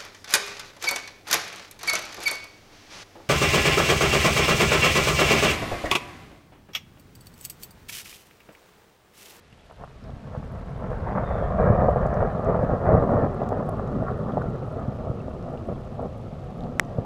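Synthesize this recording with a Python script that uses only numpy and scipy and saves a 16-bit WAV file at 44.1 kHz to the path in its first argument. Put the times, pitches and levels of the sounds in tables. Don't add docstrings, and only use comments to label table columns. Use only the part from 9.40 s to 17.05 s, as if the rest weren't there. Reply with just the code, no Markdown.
import sys
import numpy as np
from scipy import signal
from scipy.fft import rfft, irfft
from scipy.io import wavfile
from scipy.ndimage import uniform_filter1d

SR = 44100
rng = np.random.default_rng(int(sys.argv[2]) if len(sys.argv) > 2 else 0)


def int16_out(signal):
    q = np.round(np.clip(np.atleast_2d(signal).T, -1, 1) * 32767)
    wavfile.write(sys.argv[1], SR, q.astype(np.int16))


N = 337365
TIME = np.arange(N) / SR

# t/s, length/s, f/Hz, level/dB
BIRD_NOTES = [(1.835, .06, 3640, -63.5), (1.87, .14, 3510, -66.5), (1.975, .12, 3290, -67)]
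# f/Hz, density/dB
RAIN_SPECTRUM = [(60, 4), (300, 6.5), (900, 0), (1600, -1), (2800, -3), (4000, -7.5), (5500, -12),
                 (8000, -18), (11000, -24), (15000, -31)]
# t/s, level/dB, f/Hz, t60/s
NEAR_DROPS = [(.127, -50, 2800, .025), (.6405, -53, 5250, .008), (1.3632, -53, 3570, .02),
              (2.668, -47, 7000, .002), (2.7417, -42.5, 5700, 0.0072), (3.0477, -44, 6500, .0014),
              (3.7154, -50, 7450, .0015), (4.036, -48, 3380, .015), (4.0907, -35, 7000, 0.0008),
              (4.293, -33, 10400, 0.00091), (4.4746, -54, 6500, .008), (4.921, -49.5, 3400, .02),
              (5.803, -49, 2650, 0.033), (5.1925, -50, 4000, .006), (6.027, -47, 5500, .0043),
              (6.175, -48, 2850, .02), (7.207, -46, 3700, .01), (7.237, -48, 4200, .006),
              (7.4495, -51, 6000, .008)]
# f/Hz, level/dB, t60/s
HOUSING_MODES = [(1950, .4, .005), (3240, -15.5, .0027), (5590, -17.5, .006), (7200, -6, .001)]
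# f/Hz, density/dB
OVERHEAD_SPECTRUM = [(20, -4), (45, 8), (80, 7), (130, 6), (190, 0.5), (270, -4), (370, -3), (520, 3.5),
                     (700, 1), (900, -4.5), (1150, -4.5), (1550, -9), (2000, -17.5), (2600, -30.5),
                     (4000, -53)]
NEAR_SPECTRUM = [(20, -4), (45, 5.5), (90, 4.5), (140, 2.5), (190, 5.5), (270, -7.5), (390, -0.5),
                 (510, 4.5), (700, 2), (900, -6), (1100, -8), (1550, -15.5), (2000, -25.5), (2600, -42.5),
                 (4000, -68.5)]
FAR_SPECTRUM = [(20, -2), (60, 1), (103, 6), (145, 8), (183, 5), (225, 7), (300, 2), (400, 3.5), (560, -4),
                (760, -6.5), (920, -9), (1350, -15), (1600, -21.5), (2100, -38), (3200, -60)]
# delay/s, pressure ratio
ROCK_OVERHEAD = [(.0045, 0.18)]
ROCK_NEAR = [(.00168, 0.31), (.0043, 0.06)]
ROCK_FAR = [(.00158, 0.44), (.00805, 0.14)]
# t/s, far share/0-1
FAR_SHARE = [(0, 0), (2.6, 0.05), (3.3, 0.45), (4.5, 0.99), (7.65, 0.71)]
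# t/s, boom/dB, tearing/dB
ROLL_LEVELS = [(0, -59, -74), (.27, -54.5, -61.5), (.68, -42, -54), (1.3, -34.5, -45), (1.62, -30, -39.5),
               (1.9, -27.5, -32), (2.601, -23.5, -27.5), (2.95, -29.5, -32), (3.95, -30.5, -34),
               (4.8, -29.5, -33.5), (5.25, -32.5, -37), (6.48, -36, -42.5), (6.95, -36, -43.5),
               (7.65, -36, -39)]
# t/s, rise/s, length/s, boom/dB, tearing/dB
CHANNEL_PEALS = [(0.288, .012, 0.016, -62, -50), (0.366, 0.048, 0.06, -41, -46),
                 (.62, 0.048, 0.087, -39, -49.5), (0.832, 0.035, 0.047, -41, -47),
                 (0.905, 0.042, 0.051, -42, -40.5), (.97, 0.022, 0.049, -33, -51),
                 (1.105, 0.042, 0.054, -33.5, -42), (1.387, 0.031, 0.17, -37, -39.5),
                 (1.66, 0.012, 0.047, -31, -31.5), (1.742, 0.025, 0.041, -37, -28.5),
                 (2.172, 0.017, 0.17, -23.5, -23), (2.338, .06, 0.11, -25, -25),
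                 (2.696, 0.13, .15, -26, -26), (3.008, 0.073, 0.14, -26.5, -24.5),
                 (3.173, 0.018, 0.06, -27, -28.5), (3.275, 0.032, 0.06, -25.5, -26),
                 (3.404, 0.11, 0.15, -21, -19), (3.5, 0.027, 0.063, -22, -29.5),
                 (3.572, 0.016, 0.077, -25, -24.5), (3.656, 0.045, 0.19, -23.5, -24),
                 (3.99, .02, 0.053, -44, -32), (4.095, 0.015, 0.12, -40, -31.5),
                 (4.512, 0.036, 0.12, -30.5, -48), (4.954, 0.012, 0.04, -30, -33.5),
                 (5.32, 0.07, 0.077, -47, -35), (5.61, 0.024, 0.1, -40, -36.5),
                 (6.027, 0.04, 0.14, -49, -38.5), (6.278, 0.017, 0.039, -30.5, -34),
                 (6.568, 0.023, 0.088, -36, -35.5), (7.198, 0.022, 0.074, -32, -39),
                 (7.563, 0.018, 0.023, -31.5, -36)]
# centre t/s, length/s, level/dB
CRACKLE_SWELLS = [(4.394, 0.023, -38), (4.686, 0.037, -32.5), (4.901, 0.027, -38), (5.019, 0.016, -35),
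                  (5.405, 0.046, -42)]
# t/s, level/dB, swing f/Hz
CLAP_FRONTS = [(.13, -41.5, 107), (0.312, -37, 1100), (.4382, -26, 900), (.4432, -32, 1000),
               (0.477, -39, 1200), (.695, -33, 680), (0.7395, -31, 107), (.951, -24.5, 780),
               (.977, -26, 110), (1.029, -32, 950), (1.151, -30, 680), (1.425, -22.5, 686),
               (1.517, -21, 650), (1.531, -24, 900), (1.688, -23, 1190), (1.753, -20, 900),
               (1.776, -20, 1150), (1.7829, -17, 1050), (1.836, -19.5, 704), (1.911, -19.5, 750),
               (1.955, -20, 600), (2.026, -16.5, 540), (2.1835, -18.5, 600), (2.268, -15, 560),
               (2.302, -13, 161), (2.311, -12.5, 130), (2.4225, -11, 660), (2.445, -12, 600),
               (2.4858, -7.5, 590), (2.4899, -6, 544), (2.5607, -10.5, 590), (2.659, -16, 540),
               (2.812, -16, 600), (2.8283, -15, 700), (2.9962, -16, 540), (3.088, -14.5, 520),
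               (3.155, -14.5, 520), (3.192, -15, 520), (3.2311, -14.5, 550), (3.2384, -16, 150),
               (3.297, -14.5, 627), (3.3367, -12.5, 347), (3.491, -12, 600), (3.5367, -10.5, 110),
               (3.548, -6.5, 109), (3.552, -8, 600), (3.728, -16, 576), (3.74, -12.5, 145),
               (3.778, -16, 600), (4.018, -17, 635), (4.122, -15.5, 705), (4.1287, -17, 910),
               (4.29, -19.5, 850), (4.622, -21, 140), (4.6253, -20, 592), (4.972, -10.5, 580),
               (4.979, -15.5, 150), (4.9803, -15, 614), (5.042, -21, 520), (5.087, -17.5, 161),
               (5.4834, -20, 165), (5.492, -21.5, 150), (5.6965, -23.5, 430), (5.7027, -17.5, 138),
               (5.883, -24, 497), (6.2884, -20.5, 480), (6.2986, -24, 139), (6.5952, -22, 600),
               (6.63, -23, 520), (6.6573, -24, 527), (7.5856, -20.5, 452), (7.588, -15.5, 134)]


def amp(db):
    return 10 ** (np.asarray(db) / 20)


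def unit(x):
    return x / np.sqrt(np.mean(x ** 2) + 1e-20)


def add(mix, t_s, sound):
    part = mix[max(round(t_s * SR), 0):][:len(sound)]
    part += sound[:len(part)]


def decay(t60_s, size):
    return np.exp(-np.log(1000) * TIME[:size] / t60_s)


def ring(hz, t60_s, size=4096):
    return np.sin(2 * np.pi * hz * TIME[:size]) * decay(t60_s, size)


def colour(x, spectrum, size=16384):
    hz, db = np.transpose(spectrum)
    grid_hz = abs(np.fft.fftfreq(size, 1 / SR)) + 1
    curve_db = np.interp(np.log(grid_hz), np.log(hz), db)
    curve_db -= 20 * np.log10(np.maximum(grid_hz / hz[-1], 1))
    log_response = np.conj(signal.hilbert(np.log(amp(curve_db))))
    impulse = np.fft.ifft(np.exp(log_response)).real
    return irfft(rfft(x) * rfft(impulse[:size // 2], N), N)


def arrivals(per_s, spread_db):
    heights = rng.choice([-1, 1], N) * amp(spread_db * np.minimum(rng.exponential(1, N), 4))
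    return heights * (rng.random(N) < per_s / SR)


def steadied(x, span_s):
    width = int(span_s * SR)
    power = uniform_filter1d(uniform_filter1d(x ** 2, width), width)
    return x / np.sqrt(abs(power) + 1e-20)


def bird(fall_hz_per_s=400, blur_hz=110, blur_depth=0.9):
    out = np.zeros(N)
    lowpass = signal.butter(2, blur_hz, fs=SR, output="sos")
    for t_s, length_s, hz, db in BIRD_NOTES:
        t = np.arange(0, length_s, 1 / SR)
        pitch_hz = hz - fall_hz_per_s * (t - length_s / 2)
        carrier = np.exp(2j * np.pi * np.cumsum(pitch_hz) / SR)
        scatter = signal.sosfilt(lowpass, rng.standard_normal((2, SR)))[:, -len(t):]
        blur = 1 + blur_depth * (unit(scatter[0]) + 1j * unit(scatter[1]))
        swell = np.sqrt(abs(np.sin(np.pi * t / length_s)))
        add(out, t_s, amp(db) * unit((carrier * blur).real) * swell)
    forest = rng.standard_normal(SR) * decay(t60_s=.9, size=SR)
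    return out + amp(-3) * signal.oaconvolve(out, forest / np.linalg.norm(forest))[:N]


def rain():
    wash = unit(colour(arrivals(per_s=9000, spread_db=2.5), RAIN_SPECTRUM))
    ticks = sum(signal.oaconvolve(arrivals(per_s=6, spread_db=2.4), ring(hz, t60_s=.0011))[:N]
                for hz in np.geomspace(3500, 11000, num=10))
    bubbles = sum(signal.oaconvolve(arrivals(per_s=2.5, spread_db=2.5), ring(hz, t60_s=.015))[:N] / hz
                  for hz in np.geomspace(2200, 4200, num=20))
    return amp(-57.5) * wash + amp(-78.5) * unit(ticks) + amp(-73.5) * unit(bubbles)


def near_drops(size=4096):
    out = np.zeros(N)
    for t_s, db, hz, t60_s in NEAR_DROPS:
        tick, bubble = ring(hz, t60_s=.00076), ring(hz, t60_s)
        spray = signal.oaconvolve(rng.standard_normal(2 * size), ring(hz, t60_s=.003), "valid")[:size]
        splash = unit(spray) * decay(t60_s, size)
        add(out, t_s, amp(db) * (bubble + amp(-2.5) * tick + amp(-7) * splash))
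    return out


def housing_hit(t_s=7.3971):
    out = np.zeros(N)
    add(out, t_s, sum(amp(db) * ring(hz, t60_s) for hz, db, t60_s in HOUSING_MODES))
    return np.clip(out, -.92, .92)


def off_rock(x, bounces):
    return x + sum(ratio * np.interp(TIME - delay_s, TIME, x, left=0) for delay_s, ratio in bounces)


def interference(x, depth_db, size=2048):
    frames = dict(nperseg=size, noverlap=size * 3 // 4)
    spectra = signal.stft(x, **frames)[2]
    patches = uniform_filter1d(rng.standard_normal(spectra.shape), size=5, axis=0)
    patches = uniform_filter1d(patches, size=6, axis=1)
    return signal.istft(spectra * amp(depth_db * unit(patches)), **frames)[1][:N]


def three_bands(x, low_hz=285, high_hz=950):
    hz, spectrum = np.fft.rfftfreq(N, 1 / SR), rfft(x)
    low = irfft(spectrum / (1 + (hz / low_hz) ** 7), N)
    low_mid = irfft(spectrum / (1 + (hz / high_hz) ** 10), N)
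    return low, low_mid - low, x - low_mid


def peal_gains(release_s=.032):
    power = np.zeros((2, N))
    for t_s, rise_s, length_s, *bands_db in CHANNEL_PEALS:
        t = TIME - t_s
        envelope = np.clip(t / rise_s, 0, 1) * np.exp(-np.maximum(t - length_s, 0) / release_s)
        power += (amp(bands_db)[:, None] * envelope) ** 2
    return np.sqrt(power)


def band_gains(dulling_db_per_s=1.0):
    t_s, *bands_db = np.transpose(ROLL_LEVELS)
    boom, tearing = (amp(np.interp(TIME, t_s, db)) for db in bands_db)
    peal_boom, peal_tearing = peal_gains()
    crackle = np.hypot(tearing, amp(-2.5) * peal_tearing) * amp(-6 - dulling_db_per_s * TIME)
    swells = sum(amp(db) * np.exp(-(2 * (TIME - centre_s) / length_s) ** 2)
                 for centre_s, length_s, db in CRACKLE_SWELLS)
    return np.hypot(boom, peal_boom), np.hypot(tearing, peal_tearing), np.hypot(crackle, swells)


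def claps(trail_t60_s=.06, trail_db=-9, size=4096):
    out, hz = np.zeros(N), np.fft.rfftfreq(size, 1 / SR)
    for t_s, db, swing_hz in CLAP_FRONTS:
        swing = (hz / swing_hz * np.exp(-hz / swing_hz)) ** 3.66
        air = 1 / (1 + (hz / (300 + swing_hz)) ** 4)
        front = irfft(1j * swing * air)
        trail = irfft(swing * air * rfft(rng.standard_normal(size) * decay(trail_t60_s, size)))
        wave = np.roll(front + amp(trail_db) * front.std() * unit(trail), size // 2)
        add(out, t_s - size / 2 / SR, amp(db) * wave / abs(front).max())
    return off_rock(out, ROCK_FAR)


def roll(overhead_until_s=1.73, overhead_fade_s=.43):
    bunches = amp(1.1 * unit(uniform_filter1d(rng.standard_normal(N), size=900)))
    fronts = bunches * (unit(arrivals(per_s=1100, spread_db=1.56)) + .49 * rng.standard_normal(N))
    fronts = interference(fronts, depth_db=2.0)
    overhead = off_rock(colour(fronts, OVERHEAD_SPECTRUM), ROCK_OVERHEAD)
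    near = off_rock(colour(fronts, NEAR_SPECTRUM), ROCK_NEAR)
    far = off_rock(colour(fronts, FAR_SPECTRUM), ROCK_FAR)
    far_share = np.interp(TIME, *np.transpose(FAR_SHARE))
    overhead_share = np.clip(1 - (TIME - overhead_until_s) / overhead_fade_s, 0, 1)
    later = (1 - far_share) * near + far_share * far
    bands = three_bands(overhead_share * overhead + (1 - overhead_share) * later)
    return sum(steadied(band, span_s=.074) * gain for band, gain in zip(bands, band_gains()))


def scene():
    return (roll() + claps() + rain() + near_drops() + housing_hit() + bird())[None]


def record(dry, low_hz=17, high_hz=15150):
    thinned = signal.sosfilt(signal.butter(2, low_hz, "highpass", fs=SR, output="sos"), dry)
    lowpass = signal.firwin(511, high_hz, window=("kaiser", 9), fs=SR)
    return signal.oaconvolve(thinned, lowpass[None], "same")


dry = scene()
out = record(dry)
int16_out(out)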